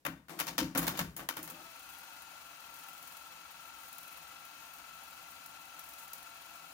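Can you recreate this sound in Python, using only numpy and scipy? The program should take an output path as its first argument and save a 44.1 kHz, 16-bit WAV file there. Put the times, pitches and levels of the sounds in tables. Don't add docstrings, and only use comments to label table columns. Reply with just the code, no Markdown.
import sys
import numpy as np
from scipy.fft import rfft, irfft, next_fast_len
from scipy.io import wavfile
from scipy.ndimage import uniform_filter1d, map_coordinates

SR = 44100
rng = np.random.default_rng(int(sys.argv[2]) if len(sys.argv) > 2 else 0)


def dump(signal):
    limited = np.clip(np.atleast_2d(signal).T, -1, 1)
    pcm = np.round(limited * 32767).astype(np.int16)
    wavfile.write(sys.argv[1], SR, pcm)


N = 296793

# [f/Hz, level/dB per Hz]
AIR = [(25, -26), (70, -10), (300, -10), (1000, -20), (4000, -26), (16000, -29)]
# [f/Hz, likeness from 0 to 1]
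ALIKE = [(60, .96), (290, .94), (640, .55), (1400, .3), (3000, .2), (15000, .15)]
# [t/s, first contact level/dB, rebound level/dB over the first contact,
# thump delay/s, low thump level/dB, upper thump level/dB, hardness/dB and snap/dB over the contact,
# left over right/dB]; contact() and thump() add fixed offsets to these levels
CLACKS = [(0.05, -28, -1.5, 0.025, -40.5, -41, -18.5, -12.5, 3),
          (0.283, -42.5, 2, 0.027, -62.5, -56, -14, -10, 3.5),
          (0.389, -30, 2, 0.012, -54, -48, -10.5, -5.5, 2), (0.468, -31, -4.5, .022, -48, -47, -7, -6.5, 1),
          (0.58, -21.5, -11, .03, -36, -28, -6.5, -8, 0.5),
          (0.749, -22, -10, .002, -39.5, -30.5, -17, -15, 1.5),
          (0.775, -27, -9, 0.0039, -36, -44, -12, 0.5, -0.5), (0.818, -33, 0, .002, -45, -48, -12.5, -7, 0),
          (0.868, -26.5, -0.5, .012, -41.5, -41, -10, -5.5, -1.5),
          (0.949, -38, -12, 0.0037, -50, -52, -9.5, -20, 0), (0.973, -37, -5, 0.0041, -51, -49, -6, -4, 1),
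          (0.991, -25.5, -6, .011, -33, -43, -11.5, -8.5, -1),
          (1.165, -40.5, -11, 0.0043, -70, -59, -11.5, 3.5, 3.5),
          (1.188, -33, -4.5, 0.0077, -50, -56, -19, -14, -2),
          (1.288, -26.5, -16, .004, -70, -46.5, -10, -8, 0.5),
          (1.367, -33, -6, 0.0039, -51, -44.5, -14, -7.5, -0.5),
          (1.428, -52, -9, 0.0039, -68, -59, -5, 14.5, 1),
          (1.476, -41.5, -12, 0.0039, -59, -54, -10.5, -3, 3), (1.5, -44, -12, .012, -56, -50, -15, 0.5, 1)]
# [f/Hz, level/dB per Hz]
PLASTIC = [(250, -15.5), (410, -4.5), (560, 1.5), (690, 1.5), (1100, 1), (1800, 2.5), (2150, -2.5),
           (2900, -1), (3400, -4.5), (4400, -3), (7000, -6.5), (8100, -14.5), (9200, -10), (14400, -9),
           (16000, -8)]
# [f/Hz, width/Hz, typical level/dB]
LEVERS = [(919, 29, 8.5), (1132, 110, 4.5), (1390, 180, 2), (1540, 45, 6), (1865, 86, -1.5),
          (2133, 78, -0.5), (2340, 92, 1), (2720, 92, 1), (3098, 56, 4), (3600, 31, 4), (4800, 65, -14),
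          (4660, 25, -21), (5710, 110, -5.5), (6740, 110, -4.5), (11200, 250, -17), (11700, 250, -8.5),
          (12800, 160, -5), (15330, 230, -6)]
# [f/Hz, left over right/dB]
CLACK_SIDE = [(300, 3.5), (1000, 5.5), (2200, 7), (4000, 5), (7000, 10.5), (9000, 1.5), (15000, -2)]
# [f/Hz, typical level/dB, time to fall 60 dB/s]
CASE_MODES = [(133.5, -11, 0.36), (165.1, -1.5, 0.35), (187.2, -7, 0.36), (236.2, -12.5, 0.37),
              (270, -2.5, 0.33), (304, -3, 0.29), (327.7, -8, 0.32), (520, -6, 0.17)]
# [f/Hz, level/dB per Hz]
SHELF_THUD = [(20, -26), (40, -13), (58, 1), (80, -5), (115, -7), (170, 2), (300, -12.5), (420, -16),
              (900, -35)]
# [t/s, length/s, starting level/dB]
CAM_RUNS = [(0.286, 0.69, -47), (0.75, .22, -42.5), (1.172, 0.062, -48), (1.356, 0.34, -54)]
# [f/Hz, level/dB per Hz]
CAM_TONE = [(40, -27), (110, -31), (165, 1.5), (215, -7), (270, -13), (325, 4), (410, -13.5), (520, -7.5),
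            (800, -5.5), (1200, -12), (4000, -21), (16000, -26)]
# [f/Hz, left over right/dB]
WHIR_SIDE = [(60, 3.5), (92, 9), (140, 4), (210, 3.5), (330, 4), (500, 6.5), (770, 4), (1170, 8.0),
             (1790, 8), (2740, 10.5), (4190, 3.5), (6410, 9.5), (9810, 2.5), (15000, 0.5)]
# [t/s, share of full strength]
DRIVE = [(1.25, 0), (1.45, .65), (1.62, 1)]
# [f/Hz, level/dB per Hz]
RUMBLE = [(15, -58), (25, -28), (41, -22), (60, 1.5), (134, -13), (161, 5.5), (195, -8.5), (220, -5),
          (313, 1), (385, -18.5), (450, -58), (580, -31), (990, -120)]
# [t/s, level/dB]
STRAIN = [(1.4, -83), (1.58, -61), (1.68, -66), (1.85, -74), (5.6, -70.5), (6.6, -67)]
# [f/Hz, width/Hz, level/dB]
DOOR = [(708, 12, -8.5), (784, 74, -6), (905.5, 39, -1.5), (1114, 53, -9), (1334, 102, -1),
        (1750, 55, -13.5), (2006, 40, -6), (2270, 55, -7.5), (2590, 123, -4), (3123, 36, -8.5),
        (3360, 53, -7.5), (3860, 58, -9), (4100, 51, -9), (4600, 240, -17.5), (5510, 49, -10),
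        (6040, 46, -12), (6340, 31, -10), (7220, 50, -10), (9020, 190, -19.5)]
# [f/Hz, level/dB per Hz]
RUBBING = [(240, -47), (400, -40.5), (520, -16.5), (690, -17), (930, -12), (1200, -11.5), (1480, -9),
           (1900, -16), (2800, -13), (3600, -18), (4400, -16), (5300, -20.5), (6900, -18.5), (8150, -30.5),
           (9000, -21), (12000, -29), (19000, -87)]
# [f/Hz, level/dB per Hz]
HISS = [(4710, -13.5), (8000, -2), (11200, -1.5), (12300, 0.5), (13300, -4.5), (15100, 7.5), (16000, -14.5)]
# [f/Hz, level/dB per Hz]
TICK = [(1000, -38), (4000, -18), (7000, -11), (8200, -17), (10500, -6), (13000, -6.5), (16000, -7)]
# [t/s, length/s, first tick level/dB, later ticks level/dB];
# reel_ticks() lifts all these levels by 3 dB
TICK_SPELLS = [(1.794, 0.25, -47, -45.5), (2.2204, .02, -44, -50), (2.74, 0.47, -44, -43.5),
               (3.785, .16, -48, -44.5), (3.982, 0.23, -38.5, -44.5), (4.4514, .02, -45, -50),
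               (4.7367, .07, -44, -46), (5.034, 0.13, -45, -51), (5.46, 0.021, -40.5, -50),
               (5.7925, 0.33, -39, -45.5), (6.1326, .11, -33.5, -43.5)]

RIGHT_LAG_S = .00015
REBOUND_S, REBOUND_LOSS_DB = .0105, 8
EARLY_THUMP_DB = -6.0
CHATTER_DB = 3
CAM_ATTACK_S, CAM_SAG_DB_PER_S, CAM_RELEASE_S = 0.026, 35, 0.23
TEETH, REEL_TEETH = 30, 65
MOTOR_START_S, SPIN_UP_S = 1.3, .22
START_HZ, RUN_HZ = 800, 1364
OVERSHOOT_HZ, OVERSHOOT_AT_S, OVERSHOOT_S = 45, 1.98, .33
WOW_HZ, WOW_PERIOD_S, WOW_CREST_S = 7, .84, 2.92
SPELL_HISS_DB = 1.5
OFF_TURN_DB, TICK_SCATTER_DB, TICK_SIDE_DB = -1, 1.5, -1
TOP_HZ = 15900


def amp(db):
    return 10 ** (np.asarray(db) / 20)


def unit(x):
    return x / np.sqrt(np.mean(x ** 2) + 1e-20)


def along(points, hz):
    f, v = np.transpose(points)
    return np.interp(np.log(hz + 1), np.log(f + 1), v)


def curves(rows):
    s, *cols = np.transpose(rows)
    return [np.interp(np.arange(N) / SR, s, c) for c in cols]


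def wobble(rate, size=N):
    knots = rng.standard_normal(int(size * rate / SR) + 4)
    return map_coordinates(knots, [np.arange(size) * rate / SR])


def pan(db):
    gains = np.array([amp(np.atleast_1d(db) / 2), amp(-np.atleast_1d(db) / 2)])
    return gains / np.sqrt(np.mean(gains ** 2, axis=0))


def noise(gain, side, size=N):
    m = next_fast_len(size)
    hz = np.fft.rfftfreq(m, 1 / SR)
    a, b = rfft(rng.standard_normal((2, m)))
    angle = np.arccos(np.clip(along(ALIKE, hz), -1, 1)) / 2
    left = np.cos(angle) * a + np.sin(angle) * b
    right = np.cos(angle) * a - np.sin(angle) * b
    pair = np.array([left, right * np.exp(-2j * np.pi * hz * RIGHT_LAG_S)])
    shaped = pair * gain(hz) * pan(along(side, hz))
    return unit(irfft(shaped, m)[:, :size])


def colour(points):
    return lambda hz: amp(along(points, hz))


def resonances(modes, hz):
    power = sum(amp(2 * db) / (1 + (2 * (hz - centre) / width) ** 2) ** 2 for centre, width, db in modes)
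    return np.sqrt(power)


def fade(t, t60):
    return amp(-60 * t / t60)


def add(track, s, sound):
    start = max(round(s * SR), 0)
    track[:, start:start + sound.shape[1]] += sound[:, :N - start]


def room_air():
    return amp(-73.0) * noise(colour(AIR), [(100, 2.9), (10000, 1.1)])


def contact(db, hard_db, snap_db):
    t = np.arange(SR // 3) / SR
    hz = np.fft.rfftfreq(next_fast_len(len(t)), 1 / SR)
    knock = amp(-1.5) * fade(t, 0.093) + amp(-8) * fade(t, 0.39)
    clack = amp(-5.0) * fade(t, 0.13) + amp(-14) * fade(t, 0.38)
    crack = amp(-7) * fade(t, 0.12) + amp(-15.5) * fade(t, 0.34)
    above_knock = 1 / (1 + (2700 / (hz + 1)) ** 6)
    above_clack = 1 / (1 + (8300 / (hz + 1)) ** 8)
    impact = amp(1.0 + np.interp(db, [-27, -19], [0, 8])) * fade(t, .025)
    struck = np.array(LEVERS) + np.outer(rng.normal(0, 3, len(LEVERS)), [0, 0, 1])
    plastic = np.hypot(amp(along(PLASTIC, hz)), amp(1.5) * resonances(struck, hz))

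    def band(share):
        return noise(lambda _: plastic * np.sqrt(share), CLACK_SIDE, size=len(t))

    hit = amp(-10.0) * (knock + amp(-9.0) * impact) * band(1 - above_knock)
    hit += amp(hard_db + 0.5) * (clack + amp(-5.0) * impact) * band(above_knock * (1 - above_clack))
    hit += amp(snap_db + 1.5) * (crack + impact) * band(above_clack)
    hit *= 1 - np.exp(-t / np.interp(snap_db, [-16, -11], [.003, .001]))
    chatter = amp(CHATTER_DB * wobble(300, size=len(t)) * fade(t, .6))
    return amp(db) * hit * chatter


def case_ring(t, low_db, upper_db, swell=0.0057):
    ring = np.zeros(len(t))
    for hz, db, t60 in CASE_MODES:
        weight_db = np.interp(hz, [180, 250], [low_db, upper_db])
        level = amp(db + weight_db + rng.normal(0, 1))
        ring += level * fade(t, t60) * np.sin(2 * np.pi * (hz * t + rng.random()))
    return ring * (1 - np.exp(-t / swell))


def thump(low_db, upper_db):
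    t = np.arange(SR // 2) / SR
    shape = fade(t, 0.49) * (1 - np.exp(-t / 0.014))
    thud = amp(low_db - 7.5) * noise(colour(SHELF_THUD), [(100, 3.4)], size=len(t)) * shape
    return amp(-1.0) * case_ring(t, low_db, upper_db) * pan(2.5) + thud


def transport():
    out = np.zeros((2, N))
    for s, db, rebound_db, delay_s, low_db, upper_db, hard_db, snap_db, side_db in CLACKS:
        for k, bounce_db in enumerate([0, rebound_db, rebound_db - REBOUND_LOSS_DB]):
            add(out, s + k * REBOUND_S, contact(db + bounce_db, hard_db, snap_db) * pan(side_db))
        add(out, s, amp(EARLY_THUMP_DB) * thump(low_db, upper_db))
        add(out, s + delay_s, thump(low_db, upper_db))
    return out


def cam():
    level = np.zeros(N)
    for s, length, db in CAM_RUNS:
        t = np.maximum(np.arange(N) / SR - s, 0)
        attack = np.minimum(t / CAM_ATTACK_S, 1)
        release = fade(np.maximum(t - length, 0), CAM_RELEASE_S)
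        level += amp(db - CAM_SAG_DB_PER_S * t) * attack * release
    return level * amp(1.35 * wobble(44.3)) * noise(colour(CAM_TONE), WHIR_SIDE)


def winding_rumble(drive):
    return amp(-73.0) * drive * noise(colour(RUMBLE), WHIR_SIDE)


def tooth_rate():
    t = np.arange(N) / SR
    lag = np.exp(-(np.maximum(t - MOTOR_START_S, 0) / SPIN_UP_S) ** 1.5)
    overshoot = OVERSHOOT_HZ * np.exp(-((t - OVERSHOOT_AT_S) / OVERSHOOT_S) ** 2)
    wow = WOW_HZ * np.cos(2 * np.pi * (t - WOW_CREST_S) / WOW_PERIOD_S)
    return RUN_HZ - (RUN_HZ - START_HZ) * lag + overshoot + wow


def wheel_angles(teeth):
    return 2 * np.pi * teeth / TEETH, 2 * np.pi * teeth / REEL_TEETH


def gears(teeth, drive):
    motor, reel = wheel_angles(teeth)
    throb = 1 + .52 * np.cos(motor) + .46 * np.cos(2 * reel)
    mesh = 2 * np.pi * teeth - 0.17 * np.sin(motor) + 0.65 * wobble(40)
    whine = unit(throb * amp(0.65 * wobble(25)) * np.sin(mesh))
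    door_db = np.interp(tooth_rate(), [1150, 1330], [-8, 0])
    strain_db, = curves(STRAIN)
    hum = amp(strain_db + 2.7 * wobble(30)) * np.sin(mesh / 2 + 1.1 * wobble(25))
    second = amp(-71.0) * np.sin(2 * mesh + wobble(60))
    third = amp(-77) * np.sin(3 * mesh + wobble(60))
    return drive * (amp(door_db - 60.5) * whine + hum + throb * (second + third)) * pan(7.5)


def whir(teeth, drive):
    motor, reel = wheel_angles(teeth)
    pulsing = 1 + .27 * np.cos(reel) + .16 * np.cos(motor)
    ringing = noise(lambda hz: resonances(DOOR, hz), WHIR_SIDE) * pulsing * amp(0.38 * wobble(11))
    rubbing = noise(colour(RUBBING), WHIR_SIDE) * amp(0.71 * wobble(60))
    return drive * (amp(-57.0) * ringing + amp(-55.0) * rubbing)


def knocking():
    t = np.arange(N) / SR
    inside = sum((t > s) & (t < s + length) for s, length, *_ in TICK_SPELLS)
    return uniform_filter1d(np.minimum(inside, 1.0), size=SR // 6)


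def tape(teeth, drive):
    turns = teeth / REEL_TEETH
    strength_db = rng.uniform(-9, 3, int(turns[-1]) + 1)[turns.astype(int)]
    part = turns % 1
    brush = amp(strength_db) * np.exp(-part / 0.16) * (1 - np.exp(-part / 0.04))
    hiss = noise(colour(HISS), WHIR_SIDE) * amp(2.1 * wobble(83))
    brushing = brush * noise(colour(TICK), WHIR_SIDE)
    return drive * amp(SPELL_HISS_DB * knocking()) * (amp(-60.0) * hiss + amp(-51.0) * brushing)


def reel_ticks():
    out, t = np.zeros((2, N)), np.arange(SR // 8) / SR
    shape = (1 - np.exp(-t / 0.00093)) * (fade(t, 0.018) + amp(-15) * fade(t, 0.18))
    turn_s = REEL_TEETH / RUN_HZ
    for s, length, first_db, later_db in TICK_SPELLS:
        for k in range(int(length / turn_s) + 1):
            db = first_db
            if k:
                db = later_db + OFF_TURN_DB * (k % 2) + rng.normal(0, TICK_SCATTER_DB)
            tick = shape * noise(colour(TICK), [(1000, 8), (7000, 12), (11000, 3)], size=len(t))
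            add(out, s + k * turn_s, amp(db + 3) * tick * pan(TICK_SIDE_DB))
    return out


def scene():
    teeth = np.cumsum(tooth_rate() * (1 + 0.002033 * wobble(8))) / SR
    drive, = curves(DRIVE)
    mechanism = room_air() + transport() + cam()
    winding = winding_rumble(drive) + gears(teeth, drive) + whir(teeth, drive) + tape(teeth, drive)
    return mechanism + winding + reel_ticks()


def record(dry):
    m = next_fast_len(N + SR // 2)
    hz = np.fft.rfftfreq(m, 1 / SR)
    keep = np.clip((TOP_HZ - hz) / 200 + .5, 0, 1)
    return irfft(rfft(dry, m) * keep, m)[:, :N]


dry = scene()
out = record(dry)
dump(out)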